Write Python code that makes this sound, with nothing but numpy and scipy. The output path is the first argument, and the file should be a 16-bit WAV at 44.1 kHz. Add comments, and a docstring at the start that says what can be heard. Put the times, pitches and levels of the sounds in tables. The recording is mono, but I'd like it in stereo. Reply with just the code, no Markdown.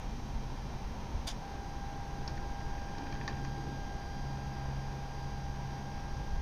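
"""A small linear actuator slowly lowers the lid of a wooden chest outdoors, an arm's length away.
From the start its motor whines over a low hum, distant traffic, light wind and a faint electrical buzz.
At 1.3 s the bare supply wires scrape; the whine drops out and spins up again. From 2.3 s the loaded
hinge ticks, then binds and sets the lid shuddering while a far car passes. The whine is pushed
brighter as the load peaks at 3.4 s; then the hinge eases and the motor runs on."""
import sys
import numpy as np
from scipy import signal
from scipy.fft import rfft, irfft, next_fast_len
from scipy.io import wavfile
from scipy.ndimage import uniform_filter1d

SR = 44100
rng = np.random.default_rng(int(sys.argv[2]) if len(sys.argv) > 2 else 0)


def unload_wav(signal):
    """Save mono or channel-first audio to the path in sys.argv[1] as 16-bit WAV at rate SR, clipped to [-1, 1]."""
    wavfile.write(
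        sys.argv[1],
        SR,
        np.round(np.clip(np.atleast_2d(signal).T, -1, 1) * 32767).astype(np.int16),
    )


N = 282681
T = np.arange(N) / SR
CUT_S, RESTART_S = 1.387, 1.405  # the supply breaks and returns
LOAD_PEAK_S = 3.4  # the hinge binds hardest
WOOD_PAN_DB = -1.5  # the boards sit just right of centre


def undb(db):
    """Decibels to gain."""
    return 10 ** (np.asarray(db) / 20)


def over_pitch(hz, table):
    """The columns of a frequency table, read on a log axis."""
    points, *columns = np.transpose(table)
    return [np.interp(np.log(hz + 1), np.log(points), c) for c in columns]


def pan(db):
    """Stereo gains for a level difference, left minus right."""
    return undb(np.array([[db], [-db]]) / 2)


def walk(hz):
    """A smooth random wobble, hz new values a second, with a spread near 1."""
    hold = int(SR / hz)
    steps = np.repeat(rng.standard_normal(N // hold + 1), hold)
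    return 1.313 * uniform_filter1d(uniform_filter1d(steps, hold), hold)[:N]


def swell(peak_s, rise_s, fall_s):
    """A smooth rise from 0 to 1 at peak_s and back."""
    return np.exp(-((T - peak_s) / np.where(T < peak_s, rise_s, fall_s)) ** 2)


def low_pass(x, hz, order):
    """Dull a sound above hz."""
    return signal.sosfilt(signal.butter(order, hz, fs=SR, output="sos"), x)


def ring(x, modes):
    """Pass a push through resonances (frequency [Hz], width [Hz], level [dB])."""
    return sum(undb(db) * signal.lfilter(*signal.iirpeak(hz, hz / width, SR), x)
               for hz, width, db in modes)


def tilted(modes, slope_db):
    """A harder contact favours the higher modes, by slope_db an octave."""
    return [(hz, width, db + slope_db * np.log2(hz / modes[0][0])) for hz, width, db in modes]


def burst(t60, tail_db, tail_t60, rise_s=0.00056):
    """A rough contact that builds and dies fast, followed by its reflections in the open chest."""
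    t = T[:SR // 4]
    fade = undb(-60 * t / t60) + undb(tail_db - 60 * t / tail_t60)
    return rng.standard_normal((2, len(t))) * fade * (1 - np.exp(-t / rise_s))


def attack_level(x, db):
    """Set the rms of the first 5 ms in each channel."""
    return x * undb(db) / np.sqrt(np.mean(x[:, :SR // 200] ** 2, axis=1, keepdims=True))


def add(out, s, x):
    """Mix a short sound in at time s."""
    i = int(s * SR)
    out[:, i:i + x.shape[1]] += x[:, :N - i]


def outdoors(calm_db=-1.57, traffic_db=-0.5, pass_db=2, wash_db=1.25, hiss_db=-0.53, flicker_db=0.6):
    """Wind rumbles in gusts, a distant car passes and tyres wash under a smooth hiss."""
    # tone of the open air: (frequency [Hz], left density [dB per Hz], right density [dB per Hz])
    air_colour = [(22, -53, -55.5), (54.4, -64.5, -56), (96, -68, -66.5), (199, -72, -71),
                  (258, -76.5, -73.5), (585, -80, -81.5), (950, -76.5, -73.5), (1202, -87.5, -83),
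                  (1620, -84.5, -85), (2380, -94.5, -87.5), (4200, -99, -92.5), (6380, -95.5, -91),
                  (7180, -111, -110), (15000, -111, -111)]
    # stereo image, narrow in the bass and wide above: (frequency [Hz], left-right correlation [-1 to 1])
    image = [(25, 0.6), (60, 1), (130, 0.85), (290, 0.92), (600, 0.4), (1100, -0.26), (3000, -0.06)]
    # gusts of wind: (time [s], half length [s], rumble boost [dB])
    gusts = [(0.308, 0.51, 2.5), (1.147, 0.035, 9), (2.49, 0.53, 3), (6.355, 0.18, 9)]
    size = next_fast_len(N, True)
    hz = np.fft.rfftfreq(size, 1 / SR)
    likeness = np.clip(over_pitch(hz, image)[0], -1, 1)
    noise = rfft(rng.standard_normal((2, size))) * np.sqrt(SR) / 2
    mid, side = noise * np.sqrt([1 + likeness, 1 - likeness])
    low_cut = hz / np.hypot(hz, 11)
    air = np.array([mid + side, mid - side]) * undb(over_pitch(hz, air_colour)) * low_cut
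    wind_db = calm_db + sum(db * swell(s, half_s, half_s) for s, half_s, db in gusts)
    roar_db = traffic_db + pass_db * swell(peak_s=3.24, rise_s=0.94, fall_s=0.94)
    levels = [db + flicker_db * walk(9) for db in (wind_db, roar_db, wash_db)] + [hiss_db]
    centres_hz = [49.7, 265, 1000, 5000]  # wind, car roar, tyre wash, hiss
    out = 0
    for band, db in zip(np.eye(len(centres_hz)), levels):
        share = np.interp(np.log(hz + 1), np.log(centres_hz), band)
        out = out + irfft(air * share, size)[:, :N] * undb(db)
    return out


def far_exhaust(hz=216, width_hz=55, level_db=-51):
    """The exhaust of a far vehicle, blurred to a narrow band, drones and fades."""
    band = [(hz, width_hz, 0)]
    drone = ring(ring(rng.standard_normal(N), band), band)
    fade = swell(peak_s=0.67, rise_s=0.99, fall_s=0.99)
    return drone / drone.std() * undb(level_db) * fade * pan(db=-2.5)


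def electrical_buzz(rate_hz=60.022, weak_db=-85, fizz_db=-96):
    """One fizzy cycle repeats exactly: a comb of thin treble lines, much fainter at the top."""
    # strongest lines of the buzz: (harmonic [number], level [dB])
    strong_lines = [(43, -79), (56, -79), (58, -78), (62, -72), (64, -78), (66, -77), (68, -74), (72, -77),
                    (73, -73), (75, -79), (78, -79), (79, -76), (83, -79), (85, -74), (89, -74), (92, -78),
                    (94, -70), (95, -74), (96, -77), (97, -74), (98, -78), (103, -72)]
    size = 4096
    lines = np.zeros(size // 2 + 1)
    lines[50:108] = undb(weak_db) * rng.rayleigh(np.sqrt(.5), 58)
    lines[108:170] = undb(fizz_db) * rng.exponential(1, 62)
    for k, db in strong_lines:
        lines[round(k)] = undb(db)
    cycle = irfft(lines * np.exp(2j * np.pi * rng.random(len(lines)))) * size / 2
    tone = np.interp(T * rate_hz, np.arange(size) / size, cycle, period=1)
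    return tone * undb([[-11], [1.5]])  # mostly on the right


def low_hum(brightness, start_hz=66.4, climb_hz_per_s=0.225, flutter=0.00524, wander_db=1, rough_db=1.56):
    """A low machine-like hum, creeping up in pitch, strongest in its second partial."""
    # partials of the low hum: (harmonic [number], level [dB], change at full brightness [dB])
    partials = [(1, -49, -1.5), (2, -42.5, -1), (3, -55, 3.5), (4, -62.5, 7.5)]
    # level of the low hum: (time [s], level [dB])
    ride = [(0, -10.5), (.4, -1.5), (.85, -10), (2.1, -4.5), (2.7, -7), (3.05, -2.5), (3.5, 1.5), (4, -7.5),
            (4.3, 2), (4.75, 4.5), (5.05, -0.7), (5.7, 0.8), (6.41, -4)]
    hz = start_hz + climb_hz_per_s * T
    phase = 2 * np.pi * np.cumsum(hz * (1 + flutter * walk(10))) / SR
    ride_db = np.interp(T, *np.transpose(ride))
    out = 0
    for k, (_, partial_db, bright_db) in enumerate(partials, 1):
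        db = ride_db + partial_db + bright_db * brightness + wander_db * walk(9) + rough_db * walk(45)
        out = out + undb(db) * np.sin(k * phase + rng.uniform(0, 2 * np.pi))
    return out * pan(db=-2.5)


def lid_shudder(from_s=2.95, to_s=3.82, edge_s=0.068, slips_per_s=150, scatter_db=3, level_db=-50.5):
    """While the hinge binds, a dense run of small slips sets the boards of the lid rumbling."""
    # low modes of the boards: (frequency [Hz], width [Hz], level [dB])
    boards = [(140, 35, -1), (235, 28, -4.5), (279.5, 27, 0), (334, 25, -2), (429, 43, -8.5)]
    slips = (rng.random(N) < slips_per_s / SR) * undb(scatter_db * rng.standard_normal(N))
    rumble = sum(undb(db) * ring(ring(slips, [(hz, width, 0)]), [(hz, width, 0)])
                 for hz, width, db in boards)
    binding = (np.tanh((T - from_s) / edge_s) - np.tanh((T - to_s) / edge_s)) / 2
    return rumble / rumble.std() * undb(level_db) * binding * pan(WOOD_PAN_DB)


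def hinge_ticks(knock_lag_s=0.001, metal_pan_db=-8.5):
    """Each slip of the hinge snaps in the metal, then knocks in the boards, which ring on briefly."""
    # slips of the hinge: (time [s], wood knock [dB], metal snap [dB], brightness [dB per octave])
    ticks = [(2.2765, -56, -40.5, 14), (2.281, -47, -50.5, 4), (2.3701, -51, -60, -3),
             (2.375, -45.5, -57, -2), (2.607, -47, -64, -2), (2.7781, -50, -67, 0), (2.8786, -52, -68, 3),
             (2.9491, -49, -67, -4), (2.9821, -51, -51, 5), (3.0183, -51, -65, 4), (3.067, -46.5, -64, 0),
             (3.124, -42, -53, -1), (3.151, -45, -63, 0), (3.2100, -39.5, -62, 1), (3.2772, -33, -41.5, 0),
             (3.2828, -44, -48, -4), (3.294, -44, -62, -11), (3.3268, -45.5, -61, 9), (3.368, -50, -65, -2),
             (3.4480, -43, -50.5, 0)]
    # woody body of the knock: (frequency [Hz], width [Hz], level [dB])
    wood_modes = [(270, 81, 0), (563, 140, -3), (830, 160, -1), (1120, 120, 8.5), (1480, 110, 4),
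                  (1746, 150, 11), (2350, 120, 3.5), (3020, 110, -5)]
    # bright ring of the hinge metal: (frequency [Hz], width [Hz], level [dB])
    metal_modes = [(4000, 230, 1), (4450, 210, 10), (4780, 200, 13), (5440, 170, 12), (5900, 260, 2),
                   (6530, 230, 0)]
    out = np.zeros((2, N))
    for s, wood_db, metal_db, slope_db in ticks:
        knock = ring(burst(t60=0.015, tail_db=-17, tail_t60=0.2), tilted(wood_modes, slope_db))
        knock = low_pass(knock, hz=3000, order=4)
        snap = ring(burst(t60=0.0069, tail_db=-22, tail_t60=0.15), tilted(metal_modes, slope_db))
        snap = low_pass(snap, hz=6700, order=24)
        add(out, s, attack_level(snap, metal_db) * pan(metal_pan_db))
        add(out, s + knock_lag_s, attack_level(knock, wood_db) * pan(WOOD_PAN_DB))
    return out


def wire_scrape(first_t60=0.029, doubling_s=0.021, first_treble_db=-2, dulling_db_per_s=380, grit_db=0.5):
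    """The wire ends catch and slip several times in a gritty scrape with a thin metallic ring."""
    # catches of the wires: (time [s], level [dB], pan left minus right [dB])
    catches = [(1.2698, -43, -5), (1.2738, -37.5, -8), (1.278, -34.5, 2), (1.2858, -41, -16.5),
               (1.2905, -44, -3), (1.298, -46, -12), (1.308, -48, -7)]
    # tone of the scrape: (frequency [Hz], level [dB])
    colour = [(300, -19), (560, -8), (760, 4), (1000, -9), (1300, -5), (2100, -7), (2750, -6), (3400, 0),
              (4200, -3), (5300, -2), (6400, -2.5), (7600, -13), (9500, -9.5), (12000, -19), (13800, -14),
              (15000, -16)]
    # ring of the wires: (frequency [Hz], width [Hz], level [dB])
    wire_modes = [(770, 70, -6), (3080, 70, -9), (3370, 60, -7), (3620, 70, -7.5), (4820, 80, -7),
                  (5170, 50, -8), (5950, 45, -5), (6900, 60, -6)]
    out = np.zeros((2, N))
    for s, db, pan_db in catches:
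        # as the wires slide on, each catch lasts longer and is duller
        sliding_s = s - catches[0][0]
        slip = burst(first_t60 * 2 ** (sliding_s / doubling_s), tail_db=-23, tail_t60=.16)
        treble_db = first_treble_db - dulling_db_per_s * sliding_s
        count = slip.shape[1]
        grit = np.repeat(undb(grit_db * rng.standard_normal(count)), 20)[:count]
        hz = np.fft.rfftfreq(2 * count, 1 / SR)
        colour_db = over_pitch(hz, colour)[0] + treble_db * np.clip(hz / 7000 - 1, 0, 1)
        slip = irfft(rfft(slip * grit, 2 * count) * undb(colour_db))[:, :count]
        add(out, s, attack_level(slip + 2 * ring(slip, wire_modes), db) * pan(pan_db))
    return out


def hinge_load():
    """The load on the motor builds to 1 as the hinge binds, then eases again."""
    # moments when the hinge runs free: (time [s], half length [s], load removed [0-1])
    easings = [(5.02, 0.19, 0.25), (5.5, 0.12, 0.1)]
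    relief = sum(share * swell(s, half_s, half_s) for s, half_s, share in easings)
    return swell(LOAD_PEAK_S, rise_s=1, fall_s=1.2) - relief


def motor_run(first_hz=795.7, running_hz=799.9, warming_hz_per_s=0.37, sag_hz=22.13,
              coast_s=0.033, switch_on_s=0.0098, spin_up_s=0.0304):
    """Pitch [Hz] and gain of the whine: the motor coasts at the break, restarts flat and catches up."""
    since_cut, since_restart = np.maximum(T - CUT_S, 0), np.maximum(T - RESTART_S, 0)
    flat_hz = sag_hz * np.exp(-since_restart / spin_up_s)
    hz = np.where(T < RESTART_S, first_hz, running_hz + warming_hz_per_s * since_restart - flat_hz)
    drive = np.exp(-since_cut / coast_s) + 1 - np.exp(-since_restart / switch_on_s)
    return hz, drive


def motor_whine(hz, drive, load, flutter=0.00081, wander_db=0.46, throb=0.25, rasp_rad=0.042,
                cycles_per_turn=12):
    """Load lifts the whine's overtones, which drift and waver as the moving lid shifts the reflections."""
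    # partials of the whine: (harmonic [number], left and right before the break [dB], left and right
    # after it [dB], boost at full load [dB], left and right drift after the break [dB/s])
    partials = [(1, -55, -55.5, -47, -48, 0.42, -0.31, -0.52), (2, -83, -72, -62, -55, 5.2, -0.94, 0.96),
                (3, -78, -64.5, -72, -77, 3, 0, 0), (4, -67, -70, -98, -67.5, 6.7, 0, 0.7),
                (5, -69, -68, -73, -72.5, 2.2, 0, -0.22), (6, -70, -65.5, -68.5, -61, 3, 0.3, 1),
                (7, -78, -65, -88, -63.5, 2.9, 0, 1), (8, -70, -68, -73, -67, 3, 0.1, 0),
                (9, -77, -89, -95, -103, 3, 0, 0)]
    phase = 2 * np.pi * np.cumsum(hz * (1 + flutter * walk(18))) / SR
    # play in the gears jitters the timing, which smears the high partials
    phase = phase + rasp_rad * walk(260)
    # the shaft runs slightly out of true, which roughens each partial
    uneven = 1 + throb * np.sin(phase / cycles_per_turn)
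    out = np.zeros((2, N))
    for k, (_, *partial_db, load_db, left_drift, right_drift) in enumerate(partials, 1):
        for ear, drift in enumerate((left_drift, right_drift)):
            before_db, after_db = partial_db[ear::2]
            base_db = np.where(T < RESTART_S, before_db, after_db + drift * (T - LOAD_PEAK_S))
            waver_db = wander_db * np.sqrt(k) * (walk(3.0) + walk(14))
            tone = np.sin(k * (phase - 0.26 * ear))  # the right ear lags slightly
            out[ear] += undb(base_db + load_db * load + waver_db) * tone
    return out * uneven * drive


def scene():
    """The actuator, its wires and the hinge in the open air."""
    hz, drive = motor_run()
    load = hinge_load()
    return (motor_whine(hz, drive, load) + low_hum(brightness=load) + electrical_buzz()
            + wire_scrape() + hinge_ticks() + lid_shudder() + far_exhaust() + outdoors())


def record(dry, top_hz=15100):
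    """A steep low-pass takes off the very top of the mix."""
    return signal.sosfilt(signal.ellip(10, .1, 80, top_hz, fs=SR, output="sos"), dry)


dry = scene()
out = record(dry)
unload_wav(out)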